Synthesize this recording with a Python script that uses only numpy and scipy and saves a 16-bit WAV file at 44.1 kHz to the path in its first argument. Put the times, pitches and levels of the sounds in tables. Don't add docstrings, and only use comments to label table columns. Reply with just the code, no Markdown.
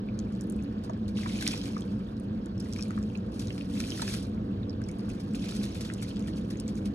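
import sys
import numpy as np
from scipy import signal
from scipy.fft import rfft, irfft, next_fast_len
from scipy.io import wavfile
from scipy.ndimage import uniform_filter1d, map_coordinates

SR = 44100
rng = np.random.default_rng(int(sys.argv[2]) if len(sys.argv) > 2 else 0)


def store_wav(level_fs):
    pcm = np.round(np.clip(np.atleast_2d(level_fs), -1, 1) * 32767)
    wavfile.write(sys.argv[1], SR, pcm.T.astype(np.int16))


N = 306054


def amp(db):
    return 10 ** (np.asarray(db) / 20)


def unit(x):
    return x / np.sqrt(np.mean(x ** 2) + 1e-20)


def along(points, hz):
    f, v = np.transpose(points)
    return np.interp(np.log(hz + 1), np.log(f + 1), v)


def wobble(rate):
    knot_values = rng.standard_normal(int(N * rate / SR) + 4)
    return map_coordinates(knot_values, [np.arange(N) * rate / SR])


def filtered(x, response):
    m = next_fast_len(N + SR // 2)
    return irfft(rfft(x, m) * response(np.fft.rfftfreq(m, 1 / SR)), m)[..., :N]


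def coloured(x, spectrum):
    return filtered(x, lambda hz: amp(along(spectrum, hz)))


def patchy(x, depth_db):
    z = signal.stft(x, nperseg=256)[2]
    field = uniform_filter1d(rng.standard_normal(z.shape[1:]), size=4, axis=0)
    field = uniform_filter1d(field, size=4, axis=1)
    return signal.istft(z * amp(depth_db * unit(field)), nperseg=256)[1][:, :N]


def fade(t, t60):
    return np.exp(-np.log(1000) * t / np.maximum(t60, 1e-4))


def arrivals(chance, pace):
    return np.searchsorted(np.cumsum(pace) / np.sum(pace), chance) / SR


def place(starts, sounds):
    def laid(delay, gain):
        first = np.maximum((starts + delay) * SR, 0).astype(int)
        index = first[:, None] + np.arange(sounds.shape[1])
        return np.bincount(index.ravel(), (gain[:, None] * sounds).ravel(), N)[:N]
    lag, wall, turn, wall_turn = rng.random((len(starts), 4)).T
    alike = laid(0, np.ones(len(starts)))
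    differing = laid(.0003 * lag, np.sign(turn - .5))
    bounce = laid(0.001221 + .0022 * wall, np.sign(wall_turn - .5))
    return np.array([alike, differing]) + amp([[-13], [-8]]) * bounce


def pings(starts, sizes, hz, t60, attack, bend, settle, size):
    t = np.arange(size) / SR
    cycles = t * hz[:, None]
    shape = fade(t, t60[:, None]) * (1 - np.exp(-cycles / attack))
    shape = shape / shape.max(axis=1, keepdims=True)
    phase = 2 * np.pi * (cycles + bend * settle * (1 - np.exp(-cycles / settle)))
    return place(starts, sizes[:, None] * shape * np.sin(phase))


def grains(count, pace, centre_hz, spread, cycles, scatter_db, size):
    when, radius, depth, life, strength = rng.random((count, 5)).T
    hz = np.clip(centre_hz * np.exp(spread * (radius + depth - 1)), 300, SR / 3)
    sizes = amp(-scatter_db * np.log(np.maximum(1 - strength, .05)))
    t60 = cycles * (.5 + life) / hz
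    shower = pings(arrivals(when, pace), sizes, hz, t60, attack=1.0, bend=0.08, settle=.7, size=size)
    return unit(shower)


def clicks(count, pace, t60, scatter_db, spectrum):
    when, size = rng.random((count, 2)).T
    t = np.arange(192) / SR
    sizes = amp(-scatter_db * np.log(np.maximum(1 - size, .02)))
    snaps = sizes[:, None] * fade(t, t60) * rng.standard_normal((count, len(t)))
    return unit(coloured(place(arrivals(when, pace), snaps), spectrum))


def splashes(sizes, hz, octaves, t60, attack):
    size = SR // 30
    t, f = np.arange(size) / SR, np.fft.rfftfreq(size, 1 / SR)
    band = np.exp(-.5 * (np.log2((f + 1) / hz[:, None]) / octaves) ** 2)
    noise = irfft(rfft(rng.standard_normal((len(hz), size))) * band, size)
    noise = noise / noise.std(axis=1, keepdims=True)
    return sizes[:, None] * noise * fade(t, t60) * (1 - np.exp(-t / attack))


# (frequency [Hz], width [Hz], relative level [dB])
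POT_RESONANCES = [(49, 20, -17), (62, 14, -8.5), (93, 6.8, -3.5), (114.1, 23.7, -6), (155, 28, -14),
                  (192.8, 19.2, -3), (213.2, 18.7, 0), (231, 10, -17.5), (262.6, 15.5, -9),
                  (283.1, 6, -4.5), (321, 28.5, -12), (380.7, 28, -17.5), (421.6, 11, -19), (481, 58, -20),
                  (643, 450, -33)]
# (frequency [Hz], relative level [dB])
STEAM_SPECTRUM = [(100, -29.5), (500, -1.5), (850, 7.5), (1100, 3.5), (1300, 0), (1620, -0.5),
                  (2050, -11.5), (2700, -6.5), (4800, -12), (6200, -22.5), (10000, -32.5), (13000, -21.5),
                  (16000, -33)]
# (time [s], level [dB])
ROAR_LEVEL = [(0, -33), (0.3, -33), (0.55, -32.5), (1.0, -34), (1.35, -32), (1.8, -34), (2.3, -34),
              (3.0, -33.5), (3.7, -33), (4.15, -32), (4.85, -32.5), (5.2, -33), (5.5, -32.5), (5.9, -33),
              (6.3, -32), (6.75, -32), (6.94, -32)]
FLUTTER_DB = .5
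STEAM_DB, STEAM_PATCH_DB = -55, 2.2


def stove():
    def body(f):
        power = sum(amp(db) ** 2 / (1 + ((f - hz) / width) ** 2 * 2) ** 2
                    for hz, width, db in POT_RESONANCES)
        return np.sqrt(power) * f / np.hypot(f, 25)
    roar = unit(filtered(rng.standard_normal((2, N)), body))
    hiss = unit(coloured(patchy(rng.standard_normal((2, N)), STEAM_PATCH_DB), STEAM_SPECTRUM))
    roar_db = np.interp(np.arange(N) / SR, *np.transpose(ROAR_LEVEL)) + FLUTTER_DB * wobble(7.8)
    steam_db = STEAM_DB + .4 * wobble(6)
    return amp(roar_db) * roar + amp(steam_db) * hiss


# (frequency [Hz], relative level [dB])
POP_SPECTRUM = [(60, -79), (600, -33), (1500, -1), (2600, 1.5), (4500, 18), (7000, -7.5), (10000, -4),
                (13000, -4), (16000, -11)]
GURGLE_DB, FIZZ_DB, POP_DB = -68, -72.5, -73


def simmer():
    bouts = amp(4 * wobble(5))
    gurgle = grains(count=900, pace=bouts, centre_hz=1500, spread=.5, cycles=20, scatter_db=2.6, size=1100)
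    fizz = grains(count=400, pace=bouts, centre_hz=3300, spread=0.55, cycles=32, scatter_db=2.8, size=560)
    pops = clicks(count=70, pace=bouts, t60=.004, scatter_db=4.5, spectrum=POP_SPECTRUM)
    return amp(GURGLE_DB) * gurgle + amp(FIZZ_DB) * fizz + amp(POP_DB) * pops


# (time [s], ring level [dB], pitch [Hz], snap over ring [dB])
BURSTS = [(0.087, -42.5, 2400, -9), (0.1907, -38.5, 6030, 4), (0.323, -56, 6750, 6), (0.3515, -52, 4400, 5),
          (0.41, -44, 8100, 8), (0.437, -49, 9450, 5), (0.472, -52, 10500, 0), (0.4992, -38, 9230, 3),
          (0.5222, -49, 8400, 8), (0.564, -48, 8800, -5), (0.591, -49, 2530, -10), (0.6252, -56.5, 6000, 6),
          (0.637, -44.5, 10800, -6), (0.66, -50, 2620, -6), (0.8973, -51.5, 5500, 6),
          (0.9343, -54, 3800, 9), (1.4768, -22.5, 5640, 6), (1.5768, -34, 5570, 1), (1.78, -48, 5000, 5),
          (1.808, -44, 6760, 5.5), (1.821, -42, 3330, 0), (2.0876, -50, 3580, -14), (2.1684, -52, 5100, 3),
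          (2.1988, -47, 9000, 2.5), (2.459, -48.5, 7200, 5), (2.5788, -46, 5360, -3), (2.6, -39, 9700, 1.5),
          (2.6039, -34, 5300, -5), (2.7265, -37, 5560, 2), (2.7345, -39, 6030, 8.5),
          (2.7873, -36.5, 5640, -6), (2.793, -39, 2500, 0), (2.809, -34, 5400, -8), (2.825, -28, 5340, -5),
          (2.8353, -50, 6900, 8.5), (2.883, -46, 9200, 0), (2.907, -50, 6500, 10.5), (2.9875, -51, 5960, 5),
          (3.0282, -46.5, 5500, 3), (3.0375, -54, 7000, -3), (3.101, -47.5, 2820, -8),
          (3.1524, -36, 2570, -9), (3.156, -43, 4180, -10), (3.1745, -46, 6730, -1),
          (3.4715, -43.5, 5400, 8), (3.483, -43, 3900, 2), (3.5048, -34.5, 2830, -1),
          (3.5275, -44.5, 5360, -6), (3.579, -48, 4030, -10), (3.803, -32, 6300, -4),
          (3.904, -30, 5270, -4), (3.92, -32, 3080, 0), (4.0202, -32, 4550, 0), (4.078, -30.5, 5230, -3),
          (4.138, -42, 6400, -11.5), (4.149, -37, 2900, 2), (4.228, -43, 8000, 3.5), (4.269, -53, 8500, 3),
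          (4.6318, -45, 3800, -23), (4.696, -36, 5100, -43), (4.817, -52.5, 6900, 6.5),
          (4.839, -41, 5500, -11), (4.8874, -49.5, 6240, 13), (4.8905, -43, 2200, -12),
          (4.914, -47.5, 6840, 6.5), (4.9865, -45.5, 9400, -2), (5.1005, -42.5, 6140, -2),
          (5.2049, -48, 5000, 0), (5.336, -45, 8000, -2), (5.511, -39, 4000, -1), (5.9366, -42, 5760, 6.5),
          (5.938, -34.5, 8800, 0), (6.0169, -45.5, 7700, 7.5), (6.105, -41.5, 4220, -13),
          (6.111, -43, 3050, -8), (6.168, -41, 3320, 4.5), (6.194, -42.5, 7340, 0.5),
          (6.2044, -49, 5400, 0), (6.336, -41.5, 4350, -18), (6.36, -49, 5500, -6), (6.371, -47, 4500, -13),
          (6.412, -50.5, 10000, -6), (6.572, -42, 6550, -15), (6.5986, -37.5, 5140, 2),
          (6.601, -33, 8740, -0.5), (6.6793, -43.5, 6540, 9), (6.755, -46.5, 8300, 2),
          (6.776, -49.5, 6100, 4), (6.857, -45.5, 3200, 9)]
SNAP_OCTAVES, SNAP_T60_S = .6, .008


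def ticks():
    s, db, hz, snap_db = np.transpose(BURSTS)
    snap = splashes(amp(db + snap_db), hz, SNAP_OCTAVES, SNAP_T60_S, attack=0.00022)
    ring = pings(s, amp(db), hz, 30 / hz, attack=2, bend=0.15, settle=.7, size=700)
    return ring + place(s, snap)


# (time [s], ring level [dB], pitch [Hz], splash over ring [dB])
AIR_POCKETS = [(0.896, -30.5, 980, -13), (0.9, -29.5, 650, -8), (1.171, -33, 2840, -3),
               (1.188, -37, 1150, -3), (1.233, -36, 1970, -6), (1.2588, -36, 1950, -6),
               (1.2603, -27.5, 1035, -1), (1.296, -35.5, 2220, -7), (1.388, -32, 2900, -5),
               (1.424, -32, 1560, 0), (1.466, -26, 2170, 6.5), (1.51, -29.5, 3300, 1),
               (1.535, -27, 2520, -11), (1.539, -30.5, 886, -17), (1.564, -38.5, 3100, -1),
               (1.614, -35, 3200, 1), (1.657, -35, 2920, -11), (1.695, -49, 3100, 0),
               (1.7666, -28, 1150, -6), (2.762, -35.5, 2300, -3), (2.79, -37, 1140, -12),
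               (2.906, -33, 1300, -3.5), (2.977, -30, 1190, -9), (3.397, -45, 2530, -1),
               (3.579, -37.5, 2350, 2), (3.61, -32, 2670, -8), (3.803, -29, 2470, -2),
               (3.839, -32, 2500, -4), (3.9957, -30.5, 1370, -17), (4.023, -25.5, 886, -9),
               (4.027, -42, 726, -6), (4.0782, -29.5, 1630, -4.5), (4.141, -39, 1330, -2),
               (4.816, -40.5, 1600, -11), (5.084, -42.5, 1460, -9), (5.347, -33, 2630, -4.5),
               (5.439, -44, 2100, 4), (5.491, -33, 2900, -2), (5.521, -41, 1360, -7), (5.566, -43, 2700, 3),
               (5.614, -37, 2540, -5), (5.64, -37, 2400, -3), (5.754, -39, 2510, -1), (5.808, -38, 2200, 0),
               (5.849, -43, 1800, 2), (5.9, -32.5, 1610, 2), (6.024, -38, 2250, -12),
               (6.283, -39, 1850, -14), (6.508, -45, 1900, -9), (6.555, -44, 2010, -3),
               (6.688, -45, 2170, -15)]
PLOP_CYCLES = 16
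BEND_HZ, SETTLE_CYCLES = 401, 0.69
SPLASH_RATIO, SPLASH_OCTAVES, SPLASH_T60_S = 1.3, .5, .019


def plops():
    s, db, hz, splash_db = np.transpose(AIR_POCKETS)
    splash = splashes(amp(db + splash_db), hz * SPLASH_RATIO, SPLASH_OCTAVES, SPLASH_T60_S, attack=0.0015)
    bend = (BEND_HZ / hz[:, None]) ** 2
    ring = pings(s, amp(db), hz, PLOP_CYCLES / hz, attack=1, bend=bend, settle=SETTLE_CYCLES, size=3000)
    one_place = ring[0] * amp([[0], [-9]])
    return one_place + place(s, splash)


# (frequency [Hz], relative level [dB])
SLAP_SPECTRUM = [(60, -61), (350, -25), (750, -2), (1500, 0.5), (2600, -10), (4000, 2), (5800, 0),
                 (8000, -4), (12000, -3.5), (16000, -18.5)]
# (time [s], level [dB], time taken to go under [s])
CLUMP_LANDINGS = [(0.836, -39.5, 0.037), (1.079, -41.5, .025), (1.17, -40.5, 0.042), (1.4085, -22, .018),
                  (1.422, -23.5, .025), (1.4595, -29, .025), (1.474, -18, .018), (1.5149, -24.5, .025),
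                  (1.534, -40.5, 0.014), (1.572, -37, .025), (1.636, -33.5, .025), (1.654, -38, .02),
                  (1.674, -40.5, .04), (2.759, -37, .02), (3.393, -27.5, .022), (3.412, -39, 0.03),
                  (3.5787, -39, 0.02), (3.8003, -25, 0.023), (4.016, -21.5, 0.034), (4.086, -25.5, 0.064),
                  (4.1385, -24.5, 0.025), (4.167, -33.5, .04), (5.09, -41, 0.041), (5.198, -41, 0.053),
                  (5.349, -29, 0.035), (5.442, -35, 0.027), (5.484, -30, 0.049), (5.507, -33.5, 0.032),
                  (5.549, -30.5, 0.012), (5.561, -29.5, 0.04), (5.627, -29.5, 0.079), (5.745, -39, 0.046),
                  (5.8056, -31, 0.068), (5.849, -34.5, 0.034), (6.022, -28.5, 0.047), (6.08, -41, 0.074),
                  (6.272, -39, 0.062), (6.366, -41, 0.034), (6.502, -35, 0.035), (6.682, -37.5, 0.029),
                  (6.765, -44, 0.098), (6.855, -39, 0.031)]
SLAP_RISE = 0.18


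def clumps():
    s, db, length = np.transpose(CLUMP_LANDINGS)[:, :, None]
    t = np.arange(SR // 10) / SR
    shape = fade(t, length) * (1 - np.exp(-t / (SLAP_RISE * length)))
    grain_db = 3.5 * unit(uniform_filter1d(rng.standard_normal(shape.shape), size=50, axis=1))
    bursts = amp(db + 3.0 + grain_db) * shape * rng.standard_normal(shape.shape)
    return coloured(place(s[:, 0], bursts), SLAP_SPECTRUM)


SCATTER_DB, SCATTER_T60_S = -13, 0.14
SCATTER_MAX_DB = -51.5


def loose():
    s, db, _ = np.transpose(CLUMP_LANDINGS)
    t = np.arange(SR // 5) / SR
    shed = amp(np.minimum(db + SCATTER_DB, SCATTER_MAX_DB))
    impulses = np.bincount((s * SR).astype(int), shed, N)[:N]
    return signal.fftconvolve(impulses, fade(t, SCATTER_T60_S))[:N]


# (start [s], onset
# [s], time from start to peak [s], peak level [dB], dying away [dB/s], spray over bubbling [dB])
RICE_HELPINGS = [(0.18, 0.0092, 0.21, -67.5, 35, -6), (1.14, 0.04, 0.37, -44.5, 50, -7),
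                 (2.59, 0.016, 0.24, -57.5, 36, -5), (3.31, 0.027, 0.17, -57, 43, -1.5),
                 (3.689, 0.083, 0.45, -44, 138, -2), (4.8, 0.1, 0.35, -63, 20, -4),
                 (5.3, 0.11, 0.25, -50.5, 14.5, -7), (6.015, 0.018, 0.034, -58, 30, -25),
                 (6.259, 0.02, 0.037, -72, 130.5, -18.5)]
SWELL_DB_PER_S = 14.5
DRIP_DB = -79


def flow():
    s, onset, length, db, dying, spray_db = np.transpose(RICE_HELPINGS)[:, :, None]
    t = np.arange(N) / SR - s
    below_peak_db = np.maximum(SWELL_DB_PER_S * (length - t), dying * (t - length))
    gain = np.clip(t / onset, 0, 1) * amp(db - below_peak_db)
    bubbling = np.linalg.norm(gain, axis=0)
    spray = np.linalg.norm(gain * amp(spray_db), axis=0) + amp(DRIP_DB)
    return bubbling, spray


def knots(count, pace):
    when, radius, strength = rng.random((count, 3)).T
    hz = 2100 * 2 ** (1.9 * radius)
    bursts = splashes(amp(13 * strength ** 2), hz, octaves=.17, t60=.021, attack=.0005)
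    return unit(place(arrivals(when, pace), bursts))


# (frequency [Hz], relative level [dB])
WASH_SPECTRUM = [(40, -79), (300, -21), (700, 9.5), (1100, -2), (1800, -5.5), (2500, 3.5), (3800, 3),
                 (5200, 4), (7000, -6.5), (10000, -4.5), (13000, -37), (16000, -44.5)]
# (frequency [Hz], relative level [dB])
SPRAY_SPECTRUM = [(60, -83.5), (600, -21.5), (1500, 3), (2600, -16.5), (4500, 4.5), (7000, -3),
                  (10000, 0.5), (12000, -0.5), (13500, -7), (16000, -25)]
CROWDING = .75
WASH_PATCH_DB = 4.5
KNOT_DB, KNOT_LAW, KNOT_AT_DB = -60.5, 0.94, -49.5


def rice():
    bubbling_gain, spray_gain = np.hypot(flow(), loose())
    pace = (bubbling_gain + spray_gain) ** CROWDING
    per_grain = np.sqrt(pace.mean() / pace)
    spurts_db = 1.4 * wobble(32) + .5 * wobble(160)
    patter = per_grain * grains(count=3600, pace=pace, centre_hz=3800, spread=.75, cycles=21,
                                scatter_db=3.8, size=480)
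    crackle = per_grain * clicks(count=3600, pace=pace, t60=0.006, scatter_db=2.1, spectrum=SPRAY_SPECTRUM)
    wash = unit(coloured(patchy(rng.standard_normal((2, N)), WASH_PATCH_DB), WASH_SPECTRUM))
    bubbling = amp(-2.3) * patter + amp(-5) * wash
    stream = amp(spurts_db) * (bubbling_gain * bubbling + spray_gain * crackle)
    knot_gain = per_grain * amp(KNOT_DB) * (bubbling_gain / amp(KNOT_AT_DB)) ** KNOT_LAW
    return stream + knot_gain * knots(count=420, pace=pace)


# (frequency [Hz], time to fall by 60 dB [s])
ROOM_T60 = [(200, 0.06), (2000, 0.22), (12000, 0.0094)]
OVERHEAD_DB, ROOM_DB = -13, -17


def kitchen(x):
    def energy_one(h):
        return h / np.linalg.norm(h, axis=1, keepdims=True)
    hz, t, z = signal.stft(rng.standard_normal((2, SR // 3)), SR, nperseg=256)
    tail = signal.istft(z * fade(t, along(ROOM_T60, hz)[:, None]), SR, nperseg=256)[1]
    t = np.arange(tail.shape[1]) / SR
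    overhead = energy_one(rng.standard_normal(tail.shape) * fade(np.abs(t - .009), 0.0008))
    reflections = amp(OVERHEAD_DB) * overhead + amp(ROOM_DB) * energy_one(tail)
    return x + signal.fftconvolve(x, reflections, axes=1)[:, :N]


# (frequency [Hz], likeness [0-1])
PORT_LIKENESS = [(60, .995), (200, .995), (350, .97), (560, .72), (900, .88), (1800, .45), (3200, .52),
                 (5400, .55), (6300, .76), (10000, .82), (14000, .97)]
# (frequency [Hz], lead [rad])
PORT_LEAD = [(0, 0), (520, -0.4), (780, -2.9), (920, -3.6), (1200, -4.3), (1600, -5.1), (1980, -5.4),
             (2400, -4.7), (2840, -4.1), (3190, -4.25), (3700, -4.45), (4910, -3.7), (5170, -3.6),
             (5940, -5.7), (7750, -4.8), (9820, -4.3), (12500, -3.2), (16000, -3.1)]
# (frequency [Hz], left minus right [dB])
PORT_TILT = [(110, 0), (200, 0), (380, -2), (600, -12), (850, -0.5), (2000, 0), (3700, -3), (7000, 0)]


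def ports(pair):
    def mix(hz):
        turn = np.arccos(np.clip(along(PORT_LIKENESS, hz), 0, 1)) / 2
        return np.array([np.cos(turn), np.sin(turn)])

    def left_and_right(hz):
        half_lead = np.exp(.5j * np.interp(hz, *np.transpose(PORT_LEAD)))
        half = amp(along(PORT_TILT, hz) / 2) * half_lead
        return np.array([half, 1 / half])
    shared, apart = filtered(pair, mix)
    return filtered(np.array([shared + apart, shared - apart]), left_and_right)


def scene():
    pot = rice() + clumps() + plops() + ticks() + simmer()
    return ports(kitchen(pot) + stove())


TOP_HZ = 16150


def record(dry):
    return filtered(dry, lambda hz: hz < TOP_HZ)


dry = scene()
out = record(dry)
store_wav(out)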